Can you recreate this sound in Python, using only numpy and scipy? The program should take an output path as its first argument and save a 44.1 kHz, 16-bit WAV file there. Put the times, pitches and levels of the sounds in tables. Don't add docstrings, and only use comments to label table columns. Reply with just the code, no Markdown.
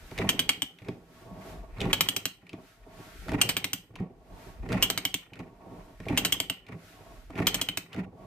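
import sys
import numpy as np
from scipy import signal
from scipy.fft import rfft, irfft, next_fast_len
from scipy.io import wavfile
from scipy.ndimage import uniform_filter1d, map_coordinates

SR = 44100
rng = np.random.default_rng(int(sys.argv[2]) if len(sys.argv) > 2 else 0)


def generate_wav(signal):
    frames = np.transpose(np.atleast_2d(signal))
    scaled = np.clip(frames, -1, 1) * 32767
    pcm = np.round(scaled).astype(np.int16)
    wavfile.write(sys.argv[1], SR, pcm)


N = 364266

# (time [s], level [dB], t60 of the contacts [s], ring near 3 kHz [dB], treble [dB])
SNAPS = [(0.2908, -11, .055, -2, 0.5), (0.3926, -12, 0.044, -3.5, -1.5), (0.4913, -12, 0.034, -4, -2.5),
         (0.62, -15, 0.021, 5, -0.5), (1.93, -10.5, 0.045, -2.5, -4.5), (2.0078, -9.5, 0.027, -4.5, 1),
         (2.087, -13.5, 0.033, 0.5, 3.5), (2.164, -18, 0.033, -3.5, 3), (2.255, -16, 0.025, -3.5, 0),
         (3.4142, -8.5, .036, -4, -0.5), (3.49, -17.5, 0.071, -7.5, -1), (3.567, -15.5, 0.036, -8.5, -5.5),
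         (3.643, -16, 0.029, -7, -1), (3.732, -19, 0.029, 1, 5.5), (4.825, -11.5, 0.075, 4, 4.5),
         (4.901, -14.5, 0.031, -7, -1), (4.976, -17, 0.044, -13, -2), (5.0515, -16, 0.024, -1, -0.5),
         (5.1421, -14, 0.027, 5, 4.5), (6.1749, -12.5, 0.068, -1, 1.5), (6.2488, -14.5, .059, -6, 0),
         (6.323, -13.5, 0.06, 5.5, 7), (6.4012, -14, 0.022, -2, 3), (6.4987, -17, 0.015, 2, -5.5),
         (7.469, -12, 0.064, -4.5, -1), (7.5438, -16.5, 0.055, -6, 1.5), (7.614, -17, 0.034, -4, 2.5),
         (7.687, -18.5, 0.026, -2.5, -3.5), (7.773, -19, 0.034, -10.5, -0.5)]
# (time [s], peak [dB], centre [Hz])
TICKS = [(0.112, -40, 2260), (0.178, -25, 2170), (0.1865, -22, 2200), (0.283, -38, 2300),
         (0.7865, -42.5, 2530), (0.8196, -48, 2170), (0.8465, -45, 2260), (0.8851, -34, 2170),
         (1.784, -37, 1230), (1.8045, -26, 3100), (1.8143, -22.5, 2750), (1.8546, -33, 1350),
         (2.4673, -45, 2410), (2.4933, -38.5, 2700), (2.531, -37, 2400), (3.2833, -29.5, 1210),
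         (3.2922, -30, 2150), (3.318, -27.5, 900), (3.335, -30, 2350), (3.406, -33, 1770),
         (3.9557, -36.5, 2510), (3.961, -37.5, 1000), (4.6896, -35, 1590), (4.72, -25, 1380),
         (4.727, -22.5, 2200), (4.819, -30, 2200), (5.3342, -35, 2400), (5.356, -43, 1850),
         (5.391, -40, 2360), (6.002, -40.5, 1950), (6.056, -39, 1900), (6.0848, -24.5, 2230),
         (6.168, -29, 2270), (6.666, -44, 2410), (6.6864, -44.5, 2070), (7.3043, -40, 1100),
         (7.3552, -35, 2300), (7.378, -32.5, 1050), (7.401, -32, 820), (7.3973, -43, 2250),
         (7.459, -34.5, 2190), (7.9303, -34, 2960), (7.9447, -37.5, 1220), (7.963, -40, 1910),
         (7.9796, -47, 2110)]
# (time [s], level [dB], leading mode [Hz], t60 of the push [s])
THUMPS = [(0.116, -32, 377, 0.017), (0.192, -21, 412, 0.038), (0.212, -32, 196, 0.021),
          (0.242, -26.5, 192, 0.044), (0.262, -30, 168, .02), (0.817, -40.5, 111, 0.035),
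          (0.884, -24, 374, 0.014), (1.306, -37.5, 188, 0.033), (1.778, -37, 99, 0.035),
          (1.836, -26, 417, 0.026), (1.853, -20.5, 233, 0.036), (1.885, -28, 297, 0.024),
          (2.429, -51, 174, 0.037), (2.533, -30.5, 322, 0.0067), (3.218, -44.5, 170, .05),
          (3.283, -28, 272, 0.015), (3.318, -26, 300, 0.041), (3.338, -18, 280, 0.017),
          (3.364, -34, 260, 0.024), (3.902, -45, 111, 0.037), (3.938, -43, 299, 0.033),
          (4, -25.5, 186, 0.022), (4.63, -33.5, 253, 0.032), (4.692, -30, 263, 0.037),
          (4.708, -27, 194, 0.013), (4.724, -24, 411, 0.05), (4.741, -17.5, 201, 0.027),
          (4.758, -31, 258, 0.025), (5.32, -41.5, 251, 0.03), (5.395, -30, 251, 0.0092),
          (6.001, -36, 172, 0.03), (6.064, -28, 400, 0.037), (6.101, -18.5, 292, 0.017),
          (6.124, -24, 260, 0.053), (6.691, -37.5, 432, 0.015), (6.723, -36, 170, 0.031),
          (6.74, -37, 147.3, 0.025), (7.298, -37.5, 248, 0.068), (7.355, -36, 260, 0.061),
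          (7.382, -25.5, 194, 0.01), (7.4, -18, 307, 0.031), (7.417, -25.5, 263, .04),
          (7.945, -35, 396, 0.018), (7.966, -31, 298, 0.012), (7.982, -26, 185, 0.0053)]
# (time [s], bench shudder [dB], head scrape [dB], rumble [dB])
RELEASES = [(0.198, -36, -42, -46), (1.823, -35.5, -41.5, -44.5), (3.311, -36.5, -45, -47),
            (4.709, -33.5, -39.5, -43.5), (6.095, -36, -43, -46), (7.391, -36, -40.5, -48.5)]
# (time [s], bench shudder [dB], head scrape [dB], vise hum [dB])
BITES = [(0.891, -42, -55, -60.5), (2.538, -52, -61, -57.5), (4.009, -43.5, -53, -59.5),
         (5.402, -48.5, -52, -57.5), (6.721, -50, -52, -62.5), (7.989, -43, -47, -58)]
# (time of greatest force [s], length [s], rubbing [dB], bench shudder [dB])
CUTS = [(0.0, 0.36, -63, -54), (1.456, 0.61, -51, -47.5), (3.003, 0.42, -54.5, -52.5),
        (4.434, 0.45, -54, -52), (5.762, 0.45, -53, -49), (7.078, 0.42, -58, -53.5),
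        (8.25, 0.2, -54.5, -52)]
# (frequency [Hz], width [Hz], level [dB])
HEAD_MODES = [(1430, 800, -19), (2004, 90, -12.5), (2260, 400, -10.5), (2723, 37, 1), (3072, 363, 7.5),
              (3396, 140, 0.5), (6200, 1200, -18), (8286, 90, 0), (12040, 310, -12), (13770, 79, -1),
              (15100, 240, -15.5)]
HANDLE_MODES = [(770, 22, -10.5), (1105, 30, -14.5), (1360, 33, -15), (1960, 25, -6.5), (2420, 86, -12.5),
                (2975, 40, -4), (3020, 25, 2), (3210, 60, -5), (8300, 70, -10), (12000, 130, -12),
                (13650, 60, -13), (15000, 90, -20.5)]
VISE_MODES = [(629, 22, 0), (678, 26, -1), (745, 15, -6), (868, 33, -11.5), (924, 47, -7),
              (1114.3, 21, -4.5), (1200, 58, -17.5), (1525, 700, -30)]
SCRAPE_MODES = [(740, 300, -1.5), (1050, 200, 5.5), (1420, 110, 5), (1850, 119, 8), (2400, 470, 4),
                (2850, 600, -16)]
BENCH_MODES = [(106.6, 26.4, 1.5), (167, 11, 3), (188.2, 10.5, 2.5), (251.6, 19, 0), (297.3, 21, -1),
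               (382.3, 41, -1), (457, 100, -6), (793, 110, -10.5)]
# (frequency [Hz], level [dB])
CRACK_SPECTRUM = [(290, -30.5), (500, -9.5), (2010, -16), (3020, -11), (3650, -10.5), (12100, -20),
                  (15300, -21), (16500, -30)]
HISS_SPECTRUM = [(760, -53.5), (1300, 6.5), (1470, 4.5), (3210, -1.5), (9870, -10.5), (13800, -9.5),
                 (16000, -23.5)]
# (frequency [Hz], share of the ring level [0-1])
RING_BAND = [(2500, 0), (2800, 1), (3500, 1), (3800, 0)]
# (frequency [Hz], left ahead of right [rad])
SNAP_PHASE = [(300, 1.6), (2000, 0.085), (3200, 1.54), (5000, 2), (13500, 0.94)]
# (frequency [Hz], left over right [dB])
SNAP_BALANCE = [(1400, -1), (3000, -2), (5500, 3), (9000, -2.5), (13000, 2)]
# (frequency [Hz], left-right correlation [0-1])
ALIKE = [(40, .8), (130, .96), (300, .95), (650, .75), (1400, .35), (3000, .1)]
# (frequency [Hz], t60 [s])
SHOP = [(200, 0.091), (1400, 0.18), (3100, 0.27), (5000, 0.24), (10000, 0.13)]

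# (rise [dB/s], hold [s], fall [dB/s])
RELEASE_SHUDDER, RELEASE_SCRAPE, RELEASE_RUMBLE = (310, 0.063, 58.6), (260, 0.037, 54), (41, 0.017, 190)
BITE_SHUDDER, BITE_SCRAPE, BITE_HUM = (280, 0.007, 108), (240, 0.0035, 290), (1500, 0.024, 81)


def amp(db):
    return 10 ** (np.asarray(db) / 20)


def unit(x):
    return x / np.sqrt(np.mean(x ** 2) + 1e-20)


def along(points, hz):
    f, v = np.transpose(points)
    return np.interp(np.log(hz + 1), np.log(f + 1), v)


def wobble(rate):
    return map_coordinates(rng.standard_normal(int(N * rate / SR) + 4), [np.arange(N) * rate / SR])


def filtered(x, response):
    n = x.shape[-1]
    m = next_fast_len(n + 2048)
    return irfft(rfft(x, m) * response(np.fft.rfftfreq(m, 1 / SR)), m)[..., :n]


def resonances(peaks):
    return lambda f: sum((-1) ** k * amp(db) * 1j * f * w / (c * c - f * f + 1j * f * w)
                         for k, (c, w, db) in enumerate(peaks))


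def pair(response, grain_db, rate):
    def mid_side(hz):
        turn = np.arccos(np.clip(along(ALIKE, hz), -1, 1)) / 2
        return response(hz) * [np.cos(turn), np.sin(turn)]
    mid, side = filtered(amp(grain_db * wobble(rate)) * rng.standard_normal((2, N)), mid_side)
    return unit(np.array([mid + side, mid - side]))


def swells(times, levels_db, shape):
    rise, hold, fall = shape
    t = np.arange(N) / SR
    return np.sqrt(sum(amp(db - rise * np.maximum(s - t, 0) - fall * np.maximum(t - s - hold, 0)) ** 2
                       for s, db in zip(times, levels_db)))


def add(out, s, x):
    part = out[:, round(s * SR):][:, :x.shape[1]]
    part += x[:, :part.shape[1]]


def pawl(linger_db=-12.5, linger_t60=0.3, wash_db=-10.5):
    out, t = np.zeros((2, N)), np.arange(SR // 4) / SR
    sides = np.array([[.5], [-.5]])
    crack = lambda hz: amp(along(CRACK_SPECTRUM, hz))
    handle_tone = lambda hz: resonances(HANDLE_MODES)(hz) + amp(wash_db) * crack(hz)
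    for start, db, t60, ring_db, treble_db in SNAPS:
        def at_mic(hz):
            tone_db = along([(4000, 0), (6000, treble_db)], hz) + ring_db * along(RING_BAND, hz)
            phase = sides * along(SNAP_PHASE, hz)
            return amp(tone_db + sides * along(SNAP_BALANCE, hz)) * np.exp(1j * phase)
        head = resonances([(hz, width, level + rng.normal(0, 1.5)) for hz, width, level in HEAD_MODES])
        chatter = rng.standard_normal(len(t)) + .5 * rng.standard_normal((2, len(t)))
        contacts = amp(-60 * t / t60) * chatter
        contacts[:, 8] += 3.5
        bounce_db, bounce_s = rng.normal(-17.5, 4.4), rng.uniform(0.0082, 0.0091)
        contacts += amp(bounce_db) * np.roll(contacts, round(SR * bounce_s), axis=1)
        snap = filtered(contacts, lambda hz: (head(hz) + crack(hz)) * at_mic(hz))
        linger = amp(linger_db - 60 * t / linger_t60) * rng.standard_normal((2, len(t)))
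        handle_ring = filtered(linger, lambda hz: handle_tone(hz) * at_mic(hz))
        peak = np.sqrt(2 * uniform_filter1d(snap[:, :SR // 20] ** 2, 90).max())
        add(out, start, shop(amp(db) * snap[:, :SR // 10] / peak, wet_db=-9.5))
        add(out, start, amp(db) * handle_ring / peak)
    return out


def slack(t60=0.029, vise_db=-4.5):
    out, t = np.zeros((2, N)), np.arange(SR // 10) / SR
    for start, db, centre in TICKS:
        noise = rng.standard_normal(len(t)) + .5 * rng.standard_normal((2, len(t)))
        body, vise = resonances([(centre, 500, 0), (5000, 6000, -29)]), resonances(VISE_MODES)
        tick = filtered(amp(-60 * t / t60) * noise, lambda hz: body(hz) + amp(vise_db) * vise(hz))
        add(out, start, shop(amp(db) * tick / np.abs(tick).max(), wet_db=-8))
    return out


def handle(cut_edge_db=16.5, rumble_rest_db=-79):
    t = np.arange(N) / SR
    release_s, release_shudder_db, release_scrape_db, rumble_db = np.transpose(RELEASES)
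    bite_s, bite_shudder_db, bite_scrape_db, bite_hum_db = np.transpose(BITES)
    cut_s, length, rub_db, strain_db = np.transpose(CUTS)[:, :, None]
    force_db = -cut_edge_db * (2 * (t - cut_s) / length) ** 2
    rub = amp(force_db + rub_db).max(axis=0)
    strain = amp(force_db + strain_db).max(axis=0)
    loose = swells(release_s, release_shudder_db, RELEASE_SHUDDER)
    shudder = loose + swells(bite_s, bite_shudder_db, BITE_SHUDDER) + strain
    hum = rub + amp(-21) * loose + swells(bite_s, bite_hum_db, BITE_HUM)
    scrape = swells(release_s, release_scrape_db, RELEASE_SCRAPE) + amp(-14.5) * rub
    scrape += swells(bite_s, bite_scrape_db, BITE_SCRAPE)
    rumble = swells(release_s, rumble_db, RELEASE_RUMBLE) + amp(rumble_rest_db) + amp(-13) * shudder
    return shudder, hum, scrape, rumble, rub


def bench(shudder, recoil_db=-34, shove=0.7, attack_s=0.0006, low_cut_hz=222):
    out, t = np.zeros((2, N)), np.arange(SR // 5) / SR
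    wood, vise = resonances(BENCH_MODES), resonances(VISE_MODES)
    recoils = [(start, recoil_db, 280, .02) for start, *_ in SNAPS]
    for start, db, lead_hz, t60 in THUMPS + recoils:
        def radiated(hz):
            body = wood(hz) * (0.5 + resonances([(lead_hz, 45, 0)])(hz))
            ring = resonances([(lead_hz, 16, -5)])(hz) + amp(-9) * vise(hz)
            return (body + ring) * 1j * hz / (low_cut_hz + 1j * hz)
        grit = rng.standard_normal(len(t)) + .15 * rng.standard_normal((2, len(t)))
        push = amp(-60 * t / t60) * (1 - np.exp(-t / attack_s)) * (shove + grit)
        thud = filtered(push, radiated)
        add(out, start, amp(db) * thud / np.abs(thud).max())
    return out + shudder * pair(wood, grain_db=3, rate=60)


def dies(hum, scrape):
    vise = pair(resonances(VISE_MODES), grain_db=2, rate=46)
    grit = pair(resonances(SCRAPE_MODES), grain_db=4.5, rate=80)
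    return hum * vise + scrape * grit


def shop(x, wet_db):
    hz, t, z = signal.stft(rng.standard_normal((2, SR // 4)), SR, nperseg=256)
    tail = signal.istft(z * amp(-60 * t / along(SHOP, hz)[:, None]), SR, nperseg=256)[1]
    wet = signal.fftconvolve(np.pad(x.mean(0), (round(0.0036 * SR), 0))[None],
                             tail / np.linalg.norm(tail[0]), axes=1)
    return amp(wet_db) * wet + np.pad(x, ((0, 0), (0, wet.shape[1] - x.shape[1])))


def background(rumble, rub, hiss_db=-54, dip_db=6, recovery_s=0.7, swish_db=-13):
    snaps = np.bincount([round(start * SR) for start, *_ in SNAPS], minlength=N)
    sink_db = dip_db * signal.lfilter([1], [1, -np.exp(-1 / (recovery_s * SR))], snaps)
    deep = pair(lambda hz: resonances([(42, 25, 0)])(hz) ** 2, grain_db=5.5, rate=22)
    hiss = pair(lambda hz: amp(along(HISS_SPECTRUM, hz)), grain_db=4, rate=6.7)
    return rumble * deep + (amp(hiss_db - sink_db) + amp(swish_db) * rub) * hiss


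def scene():
    shudder, hum, scrape, rumble, rub = handle()
    to_right = amp([[-.6], [.6]])
    return pawl() + slack() + to_right * (bench(shudder) + dies(hum, scrape)) + background(rumble, rub)


def record(dry):
    ceiling, top_hz = .55, 16600
    rounded = ceiling * np.tanh(dry / ceiling)
    return filtered(rounded, lambda hz: amp(along([(14900, 1.0), (16200, -35.5)], hz)) * (hz < top_hz))


dry = scene()
out = record(dry)
generate_wav(out)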